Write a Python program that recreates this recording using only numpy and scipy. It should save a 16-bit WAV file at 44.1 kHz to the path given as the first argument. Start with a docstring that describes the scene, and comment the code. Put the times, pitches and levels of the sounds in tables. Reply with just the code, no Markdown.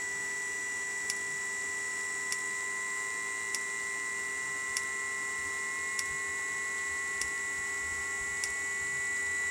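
"""Vehicle heater starting from cold

A fuel-burning heater runs up on a workshop floor, close by. Its fan speeds up in small eased steps:
blade tones glide through duct resonances, brushes ring the housing and shaped noise makes the airflow.
A chopped supply whines at a fixed pitch, the coolant pump hums and the glow plug supply clicks faintly.
Decaying modes make the dosing pump's ticks; low noise makes soft exhaust puffs and the growing flame.
A few stray ticks and a scuff are short bursts of filtered noise.
"""
import sys
import numpy as np
from scipy import signal
from scipy.fft import rfft, irfft
from scipy.io import wavfile
from scipy.ndimage import uniform_filter1d

SR = 44100
rng = np.random.default_rng(int(sys.argv[2]) if len(sys.argv) > 2 else 0)


def wav_record(signal):
    """Record a signal, one row per channel, as 16-bit PCM in the file named by sys.argv[1]."""
    frames = np.transpose(np.atleast_2d(signal))
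    bounded = np.clip(frames, -1, 1)
    # unit amplitude maps onto the largest positive 16-bit level
    quanta = np.round(bounded * 32767).astype(np.int16)
    wavfile.write(sys.argv[1], SR, quanta)


N = 418950
TIME = np.arange(N) / SR
FREQ = np.fft.rfftfreq(N, 1 / SR)
START_HZ = 52.389  # the fan's first shaft speed

# motor housing resonances: (centre [Hz], width [Hz], gain [dB])
HOUSING_MODES = [(5680, 400, -8.5), (6930, 300, 0.5), (7310, 176, -2.5), (7490, 140, 0), (7567, 38, 1.5),
                 (7885, 150, 3.5), (8110, 190, -2), (8210, 260, -7), (8750, 63, -16), (8850, 240, -11.5),
                 (9900, 430, -15)]


def undb(db):
    """Turn decibels into an amplitude factor."""
    return 10 ** (np.asarray(db) / 20)


def unit(x):
    """Scale to rms 1."""
    return x / np.sqrt(np.mean(x ** 2))


def curves(table):
    """The columns of a table, joined by straight lines in time."""
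    s, *columns = np.transpose(table)
    return [np.interp(TIME, s, column) for column in columns]


def slope(points, hz=FREQ):
    """Gain of a (Hz, dB) outline, interpolated over log frequency."""
    f, db = np.transpose(points)
    return undb(np.interp(np.log(hz + 1), np.log(f), db))


def resonances(table, hz=FREQ):
    """Summed gain of a set of (Hz, width, dB) peaks."""
    return sum(undb(db) / (1 + (2 * (hz - f) / width) ** 2) for f, width, db in table)


def shaped(x, gain):
    """Filter a signal by a gain for each frequency."""
    return irfft(rfft(x) * gain, N)


def noise(gain):
    """Noise whose density per root Hz is gain."""
    return shaped(rng.standard_normal(N), gain) * np.sqrt(SR / 2)


def walk(rate_hz, size=2048):
    """Smooth random drift with a spread of 1; a higher rate wanders faster."""
    hz = np.arange(size // 2 + 1) * SR / N
    slow = irfft(rfft(rng.standard_normal(size)) * np.exp(-(hz / rate_hz) ** 2))
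    return np.interp(TIME, np.linspace(0, N / SR, size), unit(slow))


def room(x, wet_db, t60):
    """Add dense, decaying reflections from floor and walls, roughly keeping the power."""
    t = TIME[:SR // 2]
    tail = rng.standard_normal(len(t)) * undb(-60 * t / t60)
    tail = tail * (t > .003)  # a short gap before the first reflection
    wet = signal.fftconvolve(x, tail / np.linalg.norm(tail))[:N]
    return (x + undb(wet_db) * wet) / np.sqrt(1 + undb(2 * wet_db))


def each_turn(turns, orders, gains, snag=9, snag_turns=0.022, size=8192):
    """A waveform repeated on every turn: given rms per order, phases of a scrape that snags at the start."""
    snag_shape = 1 + snag * np.exp(-np.arange(size) / size / snag_turns)
    scrape = rng.standard_normal(size) * snag_shape
    k = np.round(orders).astype(int)
    spectrum = np.zeros(size // 2 + 1, complex)
    spectrum[k] = gains * np.exp(1j * np.angle(rfft(scrape)[k]))
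    cycle = irfft(spectrum) * size / np.sqrt(2)
    closed_cycle = np.append(cycle, cycle[0])
    return np.interp(turns % 1 * size, np.arange(size + 1), closed_cycle)


def strikes(times, gains, ring):
    """The same short ring started at each time."""
    hits = np.zeros(N)
    starts = np.clip(np.round(np.asarray(times) * SR).astype(int), 0, N - 1)
    hits[starts] = gains
    return signal.fftconvolve(hits, ring)[:N]


def shaft_speed(spin_up_s=.462):
    """After each step of the controller the fan eases exponentially towards its new speed."""
    # controller steps: (time [s], added shaft speed [Hz])
    speed_steps = [(.061, .811), (1.213, .785), (2.483, .744), (4.125, .728), (5.581, 1.479), (6.867, .629),
                   (8.16, .815)]
    added_hz = sum(hz * (1 - np.exp(-np.maximum(TIME - s, 0) / spin_up_s)) for s, hz in speed_steps)
    return START_HZ + added_hz


def blower(turns, shaft_hz, waver_db=0.6, shaft_db=-2.0, brush_db=-2.0, bed_db=-4.0):
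    """Blade and slot tones swell as they cross duct resonances; a dense brush comb rings the housing."""
    # shaft orders at which blades and slots sing: (order [per turn])
    blade_orders = (14, 19, 24, 32, 38)
    # air duct resonances: (centre [Hz], width [Hz], level of a tone at the centre [dB])
    duct_modes = [(747, 57, -72.5), (809.5, 29, -62.5), (1002, 48, -62.5), (1031.7, 15, -52.5),
                  (1058, 14, -54.5), (1074, 65, -49.7), (1294, 21, -64.5), (1329, 29, -58.6),
                  (1382, 26, -58), (1402, 8, -60), (1826, 84, -56), (2066, 41, -47.5), (2127, 75, -46),
                  (2204, 39, -52)]
    # weaker shaft tones: (order [per turn], level before the shaft trim [dB])
    shaft_tones = [(16, -67.5), (25, -68), (31, -63.5), (33, -64), (40, -67), (43, -63), (44, -62),
                   (46, -66.5), (48, -65), (52, -66), (63, -68), (66, -69), (71, -71)]
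    # strongest brush buzz: (order [per turn], level before trim and housing [dB])
    brush_tones = [(117, -52), (118, -52), (119, -53), (123, -58), (125, -58), (127, -57), (129, -53),
                   (130, -57), (132, -59), (135, -58), (137, -56), (139, -55), (140, -57), (145, -62),
                   (147, -56), (149, -59), (150, -54), (151, -56), (152, -59), (153, -58)]
    # outline of all other orders: (frequency [Hz], level per order before the bed trim [dB])
    bed_outline = [(700, -81), (1700, -69.5), (2600, -70), (3300, -74.5), (4800, -79.5), (5800, -73),
                   (6600, -65), (7500, -65.5), (8700, -65), (9700, -71.5), (10800, -81)]

    blades = 0
    for k in blade_orders:
        gain = resonances(duct_modes, k * shaft_hz) * undb(waver_db * walk(3.2))
        blades = blades + np.sqrt(2) * gain * np.sin(2 * np.pi * k * turns)

    low, low_db = np.transpose(shaft_tones)
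    high, high_db = np.transpose(brush_tones)
    rest = np.setdiff1d(np.arange(13, 200), np.round(np.r_[blade_orders, low, high]))
    shaft = each_turn(turns, low, undb(low_db + shaft_db))
    brush = shaped(each_turn(turns, high, undb(high_db + brush_db)), resonances(HOUSING_MODES))
    bed = each_turn(turns, rest, slope(bed_outline, rest * shaft_hz.mean()) * undb(bed_db))
    # as the bed's tones glide, their reflections make them swell and fade
    return blades + shaft + brush + room(bed, wet_db=1.0, t60=0.21)


def brush_ticks(turns, tick_db=-42, scatter_db=3, ring_s=0.0011):
    """Once a turn a brush snaps over a commutator bar with varying force and rings the housing."""
    s = TIME[1:][np.diff(np.floor(turns)) > 0]
    t = TIME[:SR // 50]
    ring = unit(noise(resonances(HOUSING_MODES)))[:len(t)] * np.exp(-t / ring_s)
    return strikes(s, undb(tick_db + scatter_db * rng.standard_normal(len(s))), ring)


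def whine(turns, shaft_hz, chopper_hz=1964.5, waver_db=1.5, waver_hz=1.5):
    """The motor's chopped supply sings at a fixed pitch; eight commutator bars add gliding sidebands."""
    # main tones: (time [s], fundamental level [dB], octave level [dB])
    whine_levels = [(0, -37, -70.5), (2.8, -37, -64), (3.4, -38, -60.5), (4.6, -37, -67), (6.1, -37, -63),
                    (6.8, -36, -65), (8.5, -36.5, -71), (9.45, -33, -60)]
    # wavering overtones and sidebands: (chopper harmonic [number], shaft orders added [per turn],
    # level at the first speed [dB], level change per added shaft speed [dB/Hz])
    partials = [(1, -8, -68.5, 0.65), (1, 8, -71, 0.5), (1, 16, -66.5, 0), (2, 8, -70.5, -0.1),
                (3, -8, -60, -1), (3, 0, -58, -2), (3, 8, -68, 0.7), (4, -8, -63, 0), (4, 0, -63, -0.5),
                (4, 8, -73, -.5), (5, 0, -65.5, -1)]
    level_db, octave_db = curves(whine_levels)
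    phase = 2 * np.pi * chopper_hz * TIME
    tone = undb(level_db) * np.sin(phase) + undb(octave_db) * np.sin(2 * phase)
    for k, order, db, db_per_hz in partials:
        gain = undb(db + db_per_hz * (shaft_hz - START_HZ) + waver_db * walk(waver_hz))
        tone = tone + gain * np.sin(round(k) * phase + 2 * np.pi * round(order) * turns)
    return np.sqrt(2) * tone  # sine levels are rms


def airflow(housing_db=-81, gust_db=0.35, hiss_flicker_db=0.66):
    """Turbulence, as shaped noise, hisses, hums in the pipes and stirs the housing."""
    # rushing air: (frequency [Hz], density [dB per Hz])
    air_outline = [(20, -94), (45, -91.5), (110, -93), (300, -84.5), (600, -88.5), (950, -82), (1500, -89),
                   (2300, -91), (3200, -93.5), (4600, -93.5), (6000, -93.5), (9600, -93), (11200, -103),
                   (16000, -104)]
    # intake and exhaust pipe resonances: (centre [Hz], width [Hz], density [dB per Hz])
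    pipe_modes = [(80.5, 34, -82), (147, 18, -85.5), (297, 38, -81), (394, 57, -88), (440, 44, -82.5),
                  (852, 34, -93), (1802, 130, -79.5), (1948, 110, -82), (2077, 79, -81)]
    rush = noise(slope(air_outline)) * undb(hiss_flicker_db * walk(19))
    pipes = noise(resonances(pipe_modes)) * undb(gust_db * walk(2))
    housing = noise(resonances(HOUSING_MODES) * undb(housing_db))
    return rush + pipes + housing


def hum(hum_hz=199.4, hum_db=-66.0, octave_db=-54.5, waver_db=0.47, drift=0.00111):
    """The coolant pump hums at a nearly constant speed, its octave stronger than its fundamental."""
    phase = 2 * np.pi * hum_hz * np.cumsum(1 + drift * walk(2.66)) / SR
    tone = undb(hum_db) * np.sin(phase) + undb(octave_db) * np.sin(2 * phase)
    return np.sqrt(2) * tone * undb(waver_db * walk(4.6))


def glow_clicks(start_s=.0215, period_s=.09941, click_db=-46.5, scatter_db=2, decay_s=0.0024,
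                centre_hz=5100, width_hz=2400):
    """Faint evenly spaced clicks, ten a second, as the glow plug current is switched."""
    s = np.arange(start_s, N / SR, period_s)
    t = TIME[:SR // 20]
    ring = unit(noise(resonances([(centre_hz, width_hz, 0)])))[:len(t)] * np.exp(-t / decay_s)
    return strikes(s, undb(click_db + scatter_db * rng.standard_normal(len(s))), ring)


def puffs(length_s=0.062, centre_hz=143, width_hz=25):
    """Soft low puffs in the exhaust pipe: narrow noise under smooth swells."""
    # puffs: (time [s], level [dB])
    puff_times = [(0.19, -62), (1.33, -58), (4.5, -58), (6.12, -58), (8.93, -56)]
    swell = sum(undb(db) * np.exp(-((TIME - s) / length_s) ** 2) for s, db in puff_times)
    return swell * unit(noise(resonances([(centre_hz, width_hz, 0)])))


def dosing_pump(ring_db=1, crack_db=-6.0, crack_t60=0.014, attack_s=0.00026,
                knock_db=-8, knock_t60=0.0017, knock_hz=1500,
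                lift_db=-25, lift_s=0.006, return_db=-18, return_s=.0652):
    """The plunger lifts, slams on its stop, and springs back softly when the coil lets go."""
    # plunger strokes: (time [s], level [dB])
    strokes = [(1.0992, -17.5), (2.323, -18.5), (3.546, -18.5), (4.7681, -17), (5.9913, -18), (7.2147, -19),
               (8.4373, -18.5)]
    # pump body modes: (frequency [Hz], level before the ring trim [dB], t60 [s])
    body_modes = [(2180, -17.5, 0.0077), (2890, -15, 0.0079), (3630, -19.5, 0.0077), (4300, -23.5, 0.0085),
                  (4770, -11.5, 0.025), (5190, -13.5, 0.017), (5590, -6.5, 0.029), (5770, -12, 0.018),
                  (6160, -5.5, 0.016), (7170, -13.5, .025), (7320, -15.5, 0.026), (7920, -15, 0.021),
                  (9370, -14.5, 0.028), (9740, -9.5, 0.026), (10600, -23, 0.016), (12100, -27, 0.021),
                  (12250, -29, .022)]
    # spectrum of the plunger's crack: (frequency [Hz], relative level [dB])
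    crack_outline = [(300, -22), (1200, -4), (3200, -7), (4400, -5), (5600, 0), (7000, -2), (9800, 0),
                     (11000, -8), (13000, -15), (16000, -21)]
    t = TIME[:SR // 5]

    def fade(t60):
        """Exponential decay by 60 dB in t60 seconds."""
        return np.exp(-np.log(1000) * t / t60)

    body = 0
    for k, (hz, db, t60) in enumerate(body_modes):
        body = body + (-1) ** k * undb(db) * fade(t60) * np.sin(2 * np.pi * hz * t)
    crack = undb(crack_db) * unit(noise(slope(crack_outline)))[:len(t)] * fade(crack_t60)
    # the whole pump recoils on the floor
    knock = undb(knock_db) * np.sin(2 * np.pi * knock_hz * t) * fade(knock_t60)
    attack = 1 - np.exp(-(t / attack_s) ** 2)
    ring = (undb(ring_db) * body + crack) * attack + knock

    s, db = np.transpose(strokes)
    light_ring = np.diff(ring, prepend=0)  # light contacts sound thinner
    light_times = np.r_[s - lift_s, s + return_s]
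    light = strikes(light_times, undb(np.r_[db + lift_db, db + return_db]), light_ring)
    return room(strikes(s, undb(db), ring) + light, wet_db=-7.5, t60=0.088)


def scuffs(width_hz=2000):
    """A few stray soft ticks and a scuff, each a short swell of band noise."""
    # ticks and scuff: (time [s], level [dB], centre [Hz], length [s])
    scuff_times = [(4.251, -51, 5200, .003), (6.798, -54, 3300, 0.029), (7.94, -51, 5300, .003),
                   (8.477, -48, 5400, .003)]
    total = 0
    for s, db, hz, length_s in scuff_times:
        swell = undb(db) * np.exp(-((TIME - s) / length_s) ** 2)
        total = total + swell * unit(noise(resonances([(hz, width_hz, 0)])))
    return total


def flame(ignition_s=4.6, settled_s=8.4, first_db=-76, full_db=-61, flare_s=0.027, flare_db=1.0):
    """The young flame's rumble grows in the exhaust's lowest resonance until settled, with short flares."""
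    # flare-ups: (time [s], level before the flare trim [dB])
    flare_times = [(5.39, -56), (5.47, -52), (6.12, -53), (6.3, -55), (6.93, -53), (7.25, -51), (7.59, -52),
                   (7.85, -54), (7.93, -50), (8.0, -52), (8.22, -52), (8.32, -52), (8.51, -54), (8.84, -54),
                   (9.3, -55), (9.46, -55)]
    # colour of the roar: (frequency [Hz], relative level [dB])
    roar_outline = [(20, -28), (45, -8), (62, -2), (80, 8), (95, -7), (115, -16), (140, -10), (190, -15),
                    (255, -23), (295, -7), (340, -29), (500, -41)]
    rumble = undb(np.interp(TIME, [ignition_s, settled_s], [first_db, full_db])) * (TIME > ignition_s)
    flares = sum(undb(db + flare_db) * np.exp(-((TIME - s) / flare_s) ** 2) for s, db in flare_times)
    roar = noise(slope(roar_outline))
    roar = roar / np.sqrt(uniform_filter1d(roar ** 2, size=3000))  # even out the noise's own swells
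    return roar * np.hypot(rumble, flares)


def scene(flutter=0.000235):
    """The blower shaft speeds up in small steps and drives the buzz, ticks and whine sidebands."""
    shaft_hz = shaft_speed()
    turns = np.cumsum(shaft_hz * (1 + flutter * walk(11.3))) / SR
    fan = blower(turns, shaft_hz) + brush_ticks(turns) + whine(turns, shaft_hz) + airflow()
    return (fan + hum() + glow_clicks() + puffs() + dosing_pump() + scuffs() + flame())[None]


def record(dry, top_hz=15900):
    """A steep elliptic low-pass cuts the top."""
    low_pass = signal.ellip(10, .1, 70, top_hz, fs=SR, output="sos")  # 0.1 dB ripple, 70 dB stop band
    return signal.sosfilt(low_pass, dry)


dry = scene()
out = record(dry)
wav_record(out)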